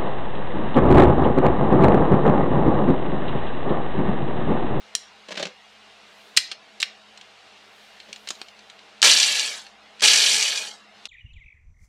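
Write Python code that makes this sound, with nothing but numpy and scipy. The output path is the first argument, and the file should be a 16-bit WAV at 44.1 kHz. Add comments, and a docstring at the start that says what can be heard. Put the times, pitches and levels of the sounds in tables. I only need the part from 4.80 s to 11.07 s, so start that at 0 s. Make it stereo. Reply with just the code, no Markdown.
"""Food chopper, two pulses

A small chopper on a kitchen counter, close to a phone. Snaps, light ticks, creaks and slips on the board are made
of short noise bursts ringing plastic bodies; a sleeve brushes, and a damped sine gives a low thump. In each pulse a
hail of impacts rings the bowl over a geared motor's whir, then coasts to rest. Small-room echoes, hum and hiss
surround it.
"""
import sys
import numpy as np
from scipy import signal
from scipy.fft import rfft, irfft, next_fast_len
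from scipy.io import wavfile
from scipy.ndimage import uniform_filter1d, minimum_filter1d

SR = 44100
rng = np.random.default_rng(int(sys.argv[2]) if len(sys.argv) > 2 else 0)


def to_wav(sig):
    """Store sig (one row per channel, or 1-D mono) as 16-bit WAV at the path in sys.argv[1].

    Samples outside -1..1 are clipped; the rate is SR.
    """
    pcm = np.clip(np.atleast_2d(sig), -1, 1) * 32767
    pcm = np.round(pcm).astype(np.int16)
    wavfile.write(sys.argv[1], SR, pcm.T)  # frames by channels


N = 276727
T = np.arange(N) / SR


def undb(db):
    """Decibels to gain."""
    return 10 ** (np.asarray(db) / 20)


def unit(x):
    """Scale to rms 1."""
    return x / np.sqrt(np.mean(x ** 2) + 1e-18)


def shape(points, hz):
    """Spectrum in dB, interpolated on log frequency."""
    f, db = np.transpose(points)
    return np.interp(np.log(hz + 1), np.log(f), db)


def modes_db(modes, hz, wall_db):
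    """Resonances standing out of the broad response of a plastic wall."""
    power = sum(undb(db) ** 2 / (1 + (2 * (hz - f) / width) ** 2) for f, width, db in modes)
    return 10 * np.log10(power + undb(wall_db) ** 2)


def ring(x, db_of, size=4096):
    """Minimum-phase filter: a causal body whose gain in dB is a function of frequency."""
    cepstrum = irfft(np.log(undb(db_of(np.fft.rfftfreq(size, 1 / SR)))))
    # fold onto positive time
    cepstrum[1:size // 2] *= 2
    cepstrum[size // 2 + 1:] = 0
    response = irfft(np.exp(rfft(cepstrum)))
    return signal.fftconvolve(x, response)[:len(x)]


def band(x, lo_hz, hi_hz):
    """Zero-phase band-pass, so that neighbouring bands add up evenly."""
    size = next_fast_len(len(x) + 2048)
    hz = np.fft.rfftfreq(size, 1 / SR) + 1
    spectrum = rfft(x, size) / (1 + (lo_hz / hz) ** 10) / (1 + (hz / hi_hz) ** 10)
    return irfft(spectrum, size)[:len(x)]


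def walk(rate_hz):
    """Slow smoothed chance, rms 1."""
    k = int(SR / rate_hz)
    steps = np.repeat(rng.standard_normal(N // k + 1), k)
    return unit(uniform_filter1d(steps, k)[:N])


def blows(rows, body, focus_db, rise_ms, low_hz=1290, size=4096):
    """Each blow is a noise burst dying in milliseconds; it rings the body most strongly near its own centre.

    Rows: t/s, level/dB, centre f/Hz, decay/ms, boost below low_hz/dB.
    """
    out = np.zeros(N + size)
    t_ms = np.arange(size) / SR * 1000
    for s, db, hz, decay_ms, boost_db in rows:
        fade = np.exp(-t_ms / decay_ms) * (1 - np.exp(-t_ms / rise_ms))

        def response_db(f):
            focus = -focus_db * np.minimum(np.log2((f + 1) / hz) ** 2, 3)
            return body(f) + focus + boost_db / (1 + (f / low_hz) ** 4)

        blow = ring(rng.standard_normal(size) * fade, response_db)
        # the body colours the burst, the row sets its energy
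        blow *= np.sqrt(np.sum(fade ** 2) / np.sum(blow ** 2))
        start = int(s * SR)
        out[start:start + size] += undb(db) * blow
    return out[:N]


def flurry(span_s, db, hz, decay_ms, count, scatter_db=3, scatter_octaves=.2):
    """Rows of small blows at uneven steps through a span, each with its own strength and colour."""
    place, strength, colour = rng.uniform(-1, 1, (count, 3)).T
    start, end = span_s
    times = start + (end - start) * (np.arange(count) + .5 + .5 * place) / count
    levels = np.broadcast_to(db, N)[(times * SR).astype(int)] + scatter_db * strength
    centres = hz * 2 ** (scatter_octaves * colour)
    return [(s, level, centre, decay_ms, 0) for s, level, centre in zip(times, levels, centres)]


# air noise spectrum: f/Hz, relative level/dB
AIR_COLOUR = [(18, -30), (30, -28.5), (48, -28), (174, -12), (204, -1.5), (239, -13.5), (303, -7.5),
              (345, -12), (426, -1), (569, -7), (632, 1), (913, -3.5), (3980, -4.5), (8080, -20.5),
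              (16000, -44.5)]
# appliance hum partials: f/Hz, relative level/dB
HUM_PARTIALS = [(59.2, -81), (106, -80.5), (211, -68.5), (797, -69), (2105, -74.5), (2789, -69),
                (2848, -66.5)]
MURMUR_DB, HISS_DB = -55, -62  # rms in 220-2000 Hz and 4.3-11 kHz


def background(hum_db=-1):
    """Appliance hum and airy hiss: wavering sines over coloured noise."""
    air = ring(rng.standard_normal(N), lambda f: shape(AIR_COLOUR, f))
    murmur = band(air, 25, 2830) / np.std(band(air, 220, 2000)) * undb(MURMUR_DB + 0.33 * walk(16))
    hiss = band(air, 2600, 16000) / np.std(band(air, 4300, 11000)) * undb(HISS_DB + .4 * walk(13.0))
    hum = np.zeros(N)
    for hz, db in HUM_PARTIALS:
        level = np.sqrt(2) * undb(db + hum_db + 2 * walk(4.1))
        hum += level * np.sin(2 * np.pi * hz * T + 0.5 * walk(7.7))
    return murmur + hiss + hum


# motor housing, broad response: f/Hz, gain/dB
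PLASTIC = [(120, -13.5), (400, -5.5), (850, -6.5), (1300, -0.5), (2500, 0.5), (4200, 0.5), (6200, -4),
           (8500, -7), (10000, -10.5), (13000, -17.5), (16000, -22)]
# motor housing resonances: f/Hz, width/Hz, gain/dB
HOUSING_MODES = [(1380, 270, 1.5), (1795, 120, 0.5), (2840, 140, 0.5), (3510, 70, -7), (4160, 200, 0.5),
                 (5430, 200, -17), (7350, 350, 1), (8570, 350, 3)]


def housing_db(hz):
    """Response of the motor housing and its catches."""
    return shape(PLASTIC, hz) + modes_db(HOUSING_MODES, hz, wall_db=1.0)


# catches and snaps of the housing: t/s, relative level/dB, centre f/Hz, decay/ms, low boost/dB
SNAPS = [(0.1511, -2, 5560, 1.57, 4), (1.5652, -14.5, 4800, 13, 5), (1.5712, -2, 7800, 2.37, -8.5),
         (1.5728, 3, 4120, 2.44, 3), (1.5752, 1.5, 2340, 1.6, 2.5), (1.7145, -20, 3570, 6.5, 17.5),
         (2.0012, -20.5, 4980, 8.9, 12), (2.0183, -10, 4310, 0.95, -4), (2.0276, -1, 3170, 1.8, 6),
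         (3.3286, -19.5, 3860, 2.35, -8), (3.473, -25.5, 3620, 6.2, 20), (3.4875, -16, 4830, 2.2, -4),
         (3.5042, -15.5, 4600, 3.7, 26), (3.6152, -16, 3900, 1.47, 27), (4.218, -3, 4960, 1.8, 10),
         (4.227, 4.5, 3870, 3, 10.5), (5.2068, -17.5, 3520, 2.15, -1), (6.2542, -17.5, 4260, 2.1, 12)]
# light ticks, from handling or a settling piece: t/s, relative level/dB
TICKS = [(2.3743, -32.5), (2.4115, -31.5), (3.2008, -30), (3.36, -28.5), (3.684, -33), (3.8988, -31.5),
         (4.865, -30.5), (5.196, -28)]
TICK_HZ, TICK_DECAY_MS = 3500, 3.6


def snaps_and_ticks():
    """Snaps, light ticks and creaks: short noise bursts through the housing response."""
    ticks = [(s, db, TICK_HZ, TICK_DECAY_MS, 0) for s, db in TICKS]
    return undb(-3) * blows(SNAPS + ticks + creaks(), housing_db, focus_db=7.0, rise_ms=0.55)


def creaks(db=-38):
    """Rows: the hand tightens its grip and the housing creaks faintly."""
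    grip_s = (3.4, 4.0)
    return flurry(grip_s, db, TICK_HZ, TICK_DECAY_MS, count=4)


# base on the board, broad response: f/Hz, gain/dB
BASE = [(47, -68), (80, -42), (174, -5), (305, -13), (547, -4), (940, -16.5), (1050, -11.5), (1330, -20),
        (1450, -14.5), (1580, -13.5), (3910, -11.5), (7320, -24), (14000, -55)]


def base_db(hz):
    """Response of the base on the board, weakly coupled to the bowl."""
    return shape(BASE, hz) + modes_db(BOWL_MODES, hz, wall_db=12)


# base lets go and slips: t/s, relative level/dB, centre f/Hz, decay/ms
SLIPS = [(0.485, -22, 517, 6.6), (0.506, -20, 450, 9.3), (0.521, -10.5, 2580, 2.2),
         (0.573, -12.5, 1990, 7.6), (0.553, -22, 3000, 7), (0.595, -14.5, 540, 14), (0.626, -8, 4220, 5.7),
         (0.653, -12, 2670, 4.4), (0.668, -17.5, 550, 3.8), (3.285, -35.5, 400, 26)]
# small catches all through the push
PUSH_S, JUDDER_DB, JUDDER_HZ, JUDDER_DECAY_MS = (0.49, 0.66), -17.5, 1500, 2.4


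def sliding():
    """The base sticks and slips across the board."""
    slips = [(*row, 0) for row in SLIPS]
    judder = flurry(PUSH_S, JUDDER_DB, JUDDER_HZ, JUDDER_DECAY_MS, count=12)
    return undb(-10) * blows(slips + judder, base_db, focus_db=1.5, rise_ms=0.83)


# sleeve brushes as the arm moves: middle t/s, half length (to 1/e)/s, relative level/dB
RUSTLES = [(0.92, 0.041, -79), (1.445, 0.14, -66), (3.028, 0.16, -67), (3.5, 0.22, -64), (3.92, .08, -76)]


def sleeve(lo_hz=3000, hi_hz=15000, tilt_db_per_octave=-4):
    """Cloth brushes in soft swells of hiss."""
    noise = band(rng.standard_normal(N), lo_hz, hi_hz)
    cloth = ring(noise, lambda f: tilt_db_per_octave * np.log2(1 + f / lo_hz))
    swells = sum(undb(db) * np.exp(-((T - s) / half_s) ** 2) for s, half_s, db in RUSTLES)
    return unit(cloth) * swells


def low_thump(at_s=1.573, db=-41, hz=55, decay_s=.011):
    """A short, soft, low thump under a hard snap: a damped sine."""
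    t = np.maximum(T - at_s, 0)
    return undb(db) * np.sin(2 * np.pi * hz * t) * np.exp(-t / decay_s)


# bowl, broad response: f/Hz, gain/dB
BOWL = [(71, -71), (120, -35.5), (196, -27), (348, -28.5), (427, -20), (742, -19.5), (1090, -22),
        (1550, -16), (1680, -6.5), (1940, -6.5), (2290, -1.5), (4060, 2), (7660, -2.5), (12500, -28.5),
        (16000, -49)]
# bowl resonances: f/Hz, width/Hz, gain/dB
BOWL_MODES = [(520, 62, -24), (820, 93, -3), (1678, 89, -7), (2258, 45, -1), (2444, 58, 0), (2910, 200, -2),
              (3280, 250, -4), (3995, 130, -4.5), (4540, 220, -2), (5620, 120, -5.5), (5950, 150, -2),
              (7570, 240, -7.5), (8860, 240, 0), (10560, 200, 2.5)]


def bowl_db(hz):
    """Response of the bowl, struck from inside."""
    return shape(BOWL, hz) + modes_db(BOWL_MODES, hz, wall_db=-6)


# motor pulses: on t/s, off t/s, at rest t/s, relative crumb level at full speed/dB, extra while whole/dB
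PULSES = [(4.233, 4.313, 4.792, -17.5, 10), (5.218, 5.337, 5.9, -16, 3)]
BREAK_UP_S = 0.058  # time constant of smashing the whole pieces
SETTLE_S = 0.078  # crumbs trickle down after the blade has slowed
HAIL_POWER, HEAVY_POWER = 1.345, .75  # amplitude ~ speed ** power; heavy pieces tumble on for longer
HEAVY_DB = -20  # re crumbs at full speed
CHIP_OVER_DB = 2.5  # smaller chips re hail of crumbs


def pulse(on, off, rest, db, whole_db, bite_s=0.0046, heavy_whole_db=9, catch_s=0.0048):
    """One press of the switch: loudest while the pieces are whole, then fading with the blade speed."""
    speed = speed_of(on, off, rest)
    since = np.maximum(T - on, 0)
    whole = np.exp(-since / BREAK_UP_S)
    # the blade bites before it is up to speed; what it has thrown takes a moment to fall
    thrown = speed_of(on, off, rest, bite_s)
    keep = np.exp(-1 / (SETTLE_S * SR))
    settling = signal.lfilter([1 - keep], [1, -keep], thrown)
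    flying_db = 20 * np.log10(np.maximum(thrown, settling) + 1e-6)
    load_db = db + whole_db * whole * (1 - np.exp(-since / catch_s))
    hail_db = load_db + HAIL_POWER * flying_db
    heavy_db = load_db + HEAVY_DB + heavy_whole_db * whole + HEAVY_POWER * flying_db
    chips = flurry((on, rest), hail_db + CHIP_OVER_DB, CRACK_HZ, CRACK_DECAY_MS, count=22, scatter_db=1.0)
    return crumbs(speed, hail_db, heavy_db) + motor(speed) + cracking(chips)


def speed_of(on, off, rest, spin_up_s=0.021):
    """Share of full speed: a quick run-up, then friction slows the blade evenly."""
    run_up = 1 - np.exp(-np.maximum(T - on, 0) / spin_up_s)
    return run_up * np.clip((rest - T) / (rest - off), 0, 1)


SHAFT_HZ = 65  # full speed


def motor(speed, gear_ratio=5.2, whir_db=-41, hum_db=-49, rough=0.045):
    """The geared motor hums at rotor speed and whirs on its multiples, sinking in pitch as it coasts."""
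    rotor_hz = SHAFT_HZ * gear_ratio * speed * (1 + rough * walk(60))
    phase = 2 * np.pi * np.cumsum(rotor_hz) / SR
    offsets = rng.uniform(0, 2 * np.pi, size=16)
    whir = sum(np.cos(k * phase + offset) / k for k, offset in enumerate(offsets, 1))
    whir = ring(whir * speed, bowl_db)
    whir /= np.sqrt(np.mean(whir[speed > .5] ** 2))
    # strongest while the rotor passes through this band
    hum = band(np.sin(phase) * speed, 150, 255)
    return undb(whir_db) * whir + undb(hum_db) * hum


def grains(rate_hz, spread_db):
    """Random impacts over faint noise, a few far harder than the rest, at an even mean power."""
    sizes = undb(spread_db * np.minimum(rng.exponential(size=N), 5)) * rng.choice([-1, 1], N)
    hits = (rng.random(N) < rate_hz / SR) * sizes + 0.34 * rng.standard_normal(N)
    return hits / np.sqrt(uniform_filter1d(hits ** 2, size=900))


DUST_DB = -21.5  # re crumbs


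def crumbs(speed, hail_db, heavy_db, impacts_per_s=7000, sweep_db=0.55, clump_db=0.1, size_db=3.0):
    """Two blades sweep clumps of crumbs against the wall; the hail thins out as they slow."""
    turns = np.cumsum(SHAFT_HZ * speed) / SR
    # two sweeps per turn
    sweep = unit(undb(sweep_db * np.cos(4 * np.pi * turns) + clump_db * walk(170)))
    wall = ring(grains(impacts_per_s * (.15 + speed), spread_db=3.0) * sweep, bowl_db)
    # pieces of each size arrive in their own clumps and crunch in their own range
    edges_hz = np.geomspace(1300, 9800, num=6)
    crunch = sum(band(wall, lo, hi) * undb(size_db * walk(140)) for lo, hi in zip(edges_hz, edges_hz[1:]))
    heavy = unit(band(wall, 130, 1576)) * undb(heavy_db)
    dust = unit(band(wall, 11440, 17000)) * undb(DUST_DB)
    return (unit(crunch) + dust) * undb(hail_db) + heavy


CRACK_HZ, CRACK_DECAY_MS = 4300, 1.6


def cracking(rows):
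    """Pieces break on the blade and ring the bowl."""
    return undb(-6) * blows(rows, bowl_db, focus_db=5.5, rise_ms=0.28)


# biggest pieces breaking on the blade: t/s, relative level/dB
CRACKS = [(4.2456, 1), (4.2603, -6), (4.2895, -15), (4.31, -3), (4.3216, 1), (4.3414, -4), (4.4003, 2),
          (4.4302, 2), (4.595, -3), (4.6767, -11.5), (5.2506, 0.5), (5.2809, 1), (5.3008, -2),
          (5.3335, 1.5), (5.4625, 0), (5.626, -1), (5.775, -7)]


def big_cracks():
    """The biggest pieces snap one by one, each a short burst through the bowl."""
    return cracking([(s, db, CRACK_HZ, CRACK_DECAY_MS, 0) for s, db in CRACKS])


def kitchen(x, wet_db, early_db, t60_s=0.41, treble_t60_s=0.25, early_s=0.0091, size=26000):
    """Quick reflections from the counter and the things on it, then the short tail of the room."""
    t = np.arange(size) / SR
    noise = rng.standard_normal((3, size))
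    tail = band(noise[0], 120, 7000) * undb(-60 * t / t60_s)
    tail += band(noise[1], 6340, 15000) * undb(-60 * t / treble_t60_s + 0.5)
    tail *= np.clip(t / 0.00073, 0, 1)
    early = noise[2] * np.exp(-t / early_s) * (t > .002)
    echoes = (undb(wet_db) * unit(tail) + undb(early_db) * unit(early)) / np.sqrt(size)
    return x + signal.fftconvolve(x, echoes)[:N]


def ports(mid, width, left_db, scatter_s=0.021, size=4096):
    """Two close microphone ports: scattered sound is added at one and subtracted at the other."""
    scatter = rng.standard_normal(size) * np.exp(-np.arange(size) / SR / scatter_s)
    scattered = signal.fftconvolve(mid, unit(scatter) / np.sqrt(size))[:N]
    side = ring(scattered, lambda f: shape(width, f))
    return np.array([undb(left_db / 2) * (mid + side), undb(-left_db / 2) * (mid - side)])


# stereo width of the chopper: f/Hz, side re mid/dB
CHOPPER_WIDTH = [(60, -9), (110, -9), (200, -26.5), (380, -22.5), (700, -20), (1290, -20), (2380, -22),
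                 (4400, -13.5), (8120, -15), (15000, -1.5)]
# stereo width of background and sleeve: f/Hz, side re mid/dB
AIR_WIDTH = [(60, -10.5), (110, -18.5), (200, -13.5), (380, -18.5), (700, -19), (1290, -17), (2380, -13),
             (4400, -8.5), (8120, -16.5), (15000, -14)]


def scene():
    """Handling and two pulses, each with its own paths through the room."""
    out = kitchen(snaps_and_ticks(), wet_db=-16, early_db=-11)
    out += kitchen(sliding(), wet_db=-13.5, early_db=-8.5)
    for row in PULSES:
        out += kitchen(pulse(*row), wet_db=-10.5, early_db=-20.0)
    out += kitchen(big_cracks(), wet_db=-20.0, early_db=-2)
    # a small plastic body radiates little bass
    chopper = band(out, 155, 20000) + low_thump()
    air = background() + sleeve()
    return ports(chopper, CHOPPER_WIDTH, left_db=-0.13) + ports(air, AIR_WIDTH, left_db=-0.56)


def suppressor(x, memory_s=0.16, share_db=-6, depth=1.33, make_up=0.67, size=640):
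    """Noise reduction takes the recent past for noise: as a loud sound fades, weaker bins close."""
    hop = size // 4
    _, _, bins = signal.stft(x, nperseg=size, noverlap=size - hop)
    power = uniform_filter1d(np.mean(np.abs(bins) ** 2, axis=0), size=15, axis=1).clip(1e-16)
    # the memory follows the level in decibels, so it soon forgets a loud sound
    keep = np.exp(-hop / SR / memory_s)
    start = power[:, 4:5]
    rise = np.log(power / start)
    past = start * np.exp(signal.lfilter([1 - keep], [1, -keep], rise, axis=1))
    gain = 1 / (1 + (undb(share_db) ** 2 * past / power) ** depth)
    # make-up gives back part of the level of each broad band
    broad_gain = np.sqrt(uniform_filter1d(gain ** 2, size=19, axis=0).clip(1e-16))
    gain /= broad_gain ** make_up
    return signal.istft(bins * gain, nperseg=size, noverlap=size - hop)[1][:, :N]


def limiter(x, ceiling_db=2.0, size=45):
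    """The gain ducks for about 2 ms around the hardest peaks; what still overloads is clipped flat."""
    gain = 1 / np.maximum(np.abs(x).max(axis=0) / undb(ceiling_db), 1)
    smooth_gain = uniform_filter1d(minimum_filter1d(gain, size), size)
    return np.clip(x * smooth_gain, -.95, .95)


TOP_HZ = 15900


def record(dry):
    """The phone reduces noise, limits the hardest snaps and cuts the top."""
    low_pass = signal.ellip(8, .2, 70, TOP_HZ, fs=SR, output="sos")
    return signal.sosfilt(low_pass, limiter(suppressor(dry)))


dry = scene()
out = record(dry)
to_wav(out)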